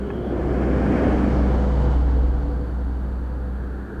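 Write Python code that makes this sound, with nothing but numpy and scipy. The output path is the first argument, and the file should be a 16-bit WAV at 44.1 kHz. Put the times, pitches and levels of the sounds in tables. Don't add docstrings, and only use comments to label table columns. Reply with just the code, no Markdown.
import sys
import numpy as np
from scipy import signal
from scipy.fft import rfft, irfft
from scipy.io import wavfile

SR = 44100
rng = np.random.default_rng(int(sys.argv[2]) if len(sys.argv) > 2 else 0)


def dump(signal):
    limited = np.clip(np.atleast_2d(signal).T, -1, 1)
    pcm = np.round(limited * 32767).astype(np.int16)
    wavfile.write(sys.argv[1], SR, pcm)


N = 176400
T = np.arange(N) / SR
HZ = np.fft.rfftfreq(N, 1 / SR)
CYLINDERS = 6


def amp(db):
    return 10 ** (np.asarray(db) / 20)


def unit_rms(x):
    return x / np.sqrt(np.mean(abs(x) ** 2) + 1e-20)


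def curves(rows):
    times, *columns = np.transpose(rows)
    return [np.interp(T, times, column) for column in columns]


def colour(points):
    hz, db = np.transpose(points)
    return amp(np.interp(np.log(HZ + 1), np.log(hz), db))


def noise(spectrum):
    return unit_rms(irfft(rfft(rng.standard_normal(N)) * spectrum, N))


def drift(rate_hz):
    return noise(1 / (1 + (HZ / rate_hz) ** 4))


def noise_band(turns, width_hz):
    return drift(width_hz) * np.cos(2 * np.pi * turns) + drift(width_hz) * np.sin(2 * np.pi * turns)


def glide(path, width_hz):
    hz, db = curves(path)
    return amp(db) * noise_band(np.cumsum(hz) / SR, width_hz)


def swish(at_s, half_s, hz, width_hz, db):
    band = noise(1 / (1 + ((HZ - hz) / width_hz) ** 4))
    return amp(db) * np.exp(-((T - at_s) / half_s) ** 2) * band


def tones(partials, fader, cycles, waver_hz=4.5):
    stack = np.zeros(N)
    for harmonic, db, waver in partials:
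        turns = round(harmonic) * cycles + rng.random()
        steady = np.sqrt(2) * np.sin(2 * np.pi * turns)
        stack += amp(db) * (np.sqrt(1 - waver ** 2) * steady + waver * noise_band(turns, waver_hz))
    return amp(curves(fader)[0]) * stack


def roar(faders, eq, cycles, flutter_db, split_hz=895, clatter_depth=0.05):
    low_share, spectrum = 1 / (1 + (HZ / split_hz) ** 6), colour(eq)
    body_db, treble_db = curves(faders)
    clatter = unit_rms(1 + clatter_depth * np.cos(2 * np.pi * CYLINDERS * cycles))
    treble_gain = clatter * amp(treble_db + flutter_db * drift(rate_hz=17))
    treble = treble_gain * noise(spectrum * np.sqrt(1 - low_share))
    body = amp(body_db) * noise(spectrum * np.sqrt(low_share))
    return body + treble


def tread_hum():
    path = [(0, 400.3, -34.5), (.22, 372, -31), (.38, 350, -31), (.5, 355.2, -30), (.65, 340, -33.5),
            (.9, 329, -41), (1.3, 270, -46.5), (1.8, 237, -79)]
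    return glide(path, width_hz=31.3)


def turbo_whistle():
    path = [(0, 3080, -66), (.13, 3070, -57.5), (.3, 3225, -58), (.45, 3470, -83), (.7, 3567, -90)]  # t/s, f/Hz, level/dB
    return glide(path, width_hz=250)


def front_roar(cycles):
    faders = [(0, -37, -49), (.25, -28.5, -48.5), (.45, -25.5, -40), (.75, -24.5, -36.5), (1.03, -20, -33),
              (1.2, -25, -34.5), (1.5, -26.5, -42), (2, -38.5, -61), (4, -74.5, -79)]
    eq = [(20, -33.5), (60, -7), (105, 1), (165, 0.5), (260, 0), (400, -2), (520, -5), (740, -8),
          (880, -16), (1200, -17.5), (1700, -18.5), (1950, -26), (2170, -24), (2400, -28), (2700, -33.5),
          (3100, -33.5), (3700, -44), (5000, -44), (8000, -52), (11000, -60.5), (15000, -98)]
    return roar(faders, eq, cycles, flutter_db=0.43)


def fan_whine(cycles, blades_per_cycle=19.2):
    partials = [(1, -1, 0.23), (2, -15, 0.2)]
    fader = [(0, -30), (.13, -40), (.5, -36), (.72, -26), (1.15, -25), (1.5, -28.5), (1.78, -28.5),
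             (2.05, -39.5), (2.6, -43), (2.95, -36.5), (3.4, -45.5), (3.7, -40.5), (4, -42.5)]
    return tones(partials, fader, blades_per_cycle * cycles)


def exhaust_boom(cycles):
    partials = [(2, -32, .6), (3, -22.5, .5), (4, -14.5, 0.9), (5, -23.5, 0), (6, 1, 0.03),
                (12, -29.5, 0.5), (24, -23.5, 0.4), (28, -19, 0.2)]
    fader = [(0.02, -30), (0.12, -36.5), (.3, -31.5), (0.48, -26), (0.74, -23.5), (1.03, -28.5),
             (1.09, -24), (1.25, -24), (1.45, -19), (1.62, -21), (1.9, -19), (2.24, -18), (2.46, -25),
             (2.55, -23.5), (2.68, -28), (2.82, -24.5), (3.3, -27.5), (3.55, -27), (3.8, -30.5),
             (3.91, -41), (4, -29.5)]
    return tones(partials, fader, cycles)


def block_drone(cycles):
    partials = [(14, -12.5, 0.5), (24, -3.5, 0.47), (28, -0.5, 0.83), (30, -7.5, 0.3), (33, -19.5, 0.2),
                (61.9, -15, 1)]
    fader = [(0, -37), (.4, -42.5), (.75, -29), (1.08, -26), (1.5, -33), (1.8, -43), (2.2, -42), (4, -64.5)]  # t/s, level/dB
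    return tones(partials, fader, cycles)


def loose_knock(at_s=0.103, ring_db=-29, contact_s=0.0047):
    modes = [(815, 1.5, 0.035), (1100, -3, 0.025), (1690, -4, 0.04), (2560, -12, .03)]  # f/Hz, relative level/dB, t60/s
    age = np.maximum(T - at_s, 0)
    ring = np.zeros(N)
    for hz, db, t60 in modes:
        decay = amp(ring_db + db - 60 * age / t60)
        ring += rng.choice([-1, 1]) * decay * np.sin(2 * np.pi * hz * age)
    return ring + swish(at_s + contact_s, contact_s, hz=1350, width_hz=510, db=-42)


def engine_hum(cycles):
    partials = [(42, -8, 1), (47, -7.5, 0.66), (48, 2.5, 0.67), (49, -14.5, 0.8)]  # harmonic, level/dB, waver
    fader = [(0, -52), (.6, -44), (1.4, -37.5), (1.85, -39), (2.03, -46.5), (2.2, -33), (2.4, -44),
             (2.6, -47), (3.2, -51.5), (4, -59)]
    return tones(partials, fader, cycles)


def rear_rush(cycles):
    faders = [(0, -59.5, -54), (.9, -33, -50.5), (1.35, -28.5, -40), (1.65, -34.5, -37.5),
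              (1.87, -27, -37.5), (2.07, -36, -42), (2.35, -33.5, -45.5), (2.6, -36.5, -49.5),
              (3.1, -39, -55.5), (4, -39.5, -67)]
    eq = [(20, -15), (60, -4), (110, 5), (170, -1.5), (290, 0), (380, -9.5), (500, -6), (620, -8.5),
          (800, -8.5), (1050, -15.5), (1400, -22), (2000, -29.5), (2600, -38.5), (3000, -32.5),
          (3500, -38.5), (4500, -40), (5200, -45), (7000, -48), (10000, -60), (15000, -91.5)]
    return roar(faders, eq, cycles, flutter_db=0.8)


def axle_swishes():
    passes = [(0.962, 0.056, 1780, 700, -40), (1.36, .07, 4700, 1400, -57.5)]  # t/s, half length/s, f/Hz, half width/Hz, level/dB
    return sum(swish(*axle) for axle in passes)


def trailing_hiss():
    path = [(0, 4500, -77), (1, 4540, -70.5), (1.35, 4480, -66.5), (1.9, 4510, -70), (2.5, 4500, -70.5),
            (4, 4540, -78)]
    return glide(path, width_hz=160)


def tailpipe_note(cycles):
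    partials = [(14, 4, 0.01)]  # harmonic, level/dB, waver
    fader = [(0, -57), (1.55, -50.5), (1.85, -31.5), (2.15, -42.5), (2.45, -42.5), (2.7, -48), (4, -55.5)]  # t/s, level/dB
    return tones(partials, fader, cycles)


def distant_traffic(level_db=-38.5):
    eq = [(20, -1), (40, -11), (130, 2), (220, -3.5), (330, -5.5), (500, -10.5), (650, -29.5), (800, -16),
          (1000, -16), (1500, -18.5), (1800, -23), (2000, -30.5), (2600, -36), (4300, -38.5), (5000, -47),
          (8000, -47.5), (15000, -52)]
    return amp(level_db) * noise(colour(eq))


def oncoming_car():
    tyres = [(2.4, 1405, -53.5), (3.2, 1451, -55.5), (3.6, 1490, -51.5), (4, 1509, -46)]  # t/s, f/Hz, level/dB
    rumble = [(2.4, 381.3, -48), (3.4, 379.6, -57), (3.75, 377.9, -43), (4, 376.6, -44)]  # t/s, f/Hz, level/dB
    return glide(tyres, width_hz=246) + glide(rumble, width_hz=102)


def scene():
    firing_rate = [(0, 62.7), (0.7, 62.6), (1.2, 62.7), (1.7, 62.2), (2.1, 61.9), (2.55, 61.4), (3, 62.0),
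                   (3.6, 62.4), (4, 62.2)]
    cycles = np.cumsum(curves(firing_rate)[0]) / SR / CYLINDERS
    rolling = front_roar(cycles) + rear_rush(cycles) + axle_swishes()
    singing = tread_hum() + turbo_whistle() + trailing_hiss()
    street = oncoming_car() + distant_traffic()
    engine = fan_whine(cycles) + exhaust_boom(cycles) + tailpipe_note(cycles)
    engine += block_drone(cycles) + engine_hum(cycles)
    return (engine + rolling + singing + loose_knock() + street)[None]


def record(dry, edge_hz=15100):
    low_pass = signal.firwin(511, edge_hz, window=("kaiser", 9), fs=SR)
    return signal.oaconvolve(dry, low_pass[None], "same")


dry = scene()
out = record(dry)
dump(out)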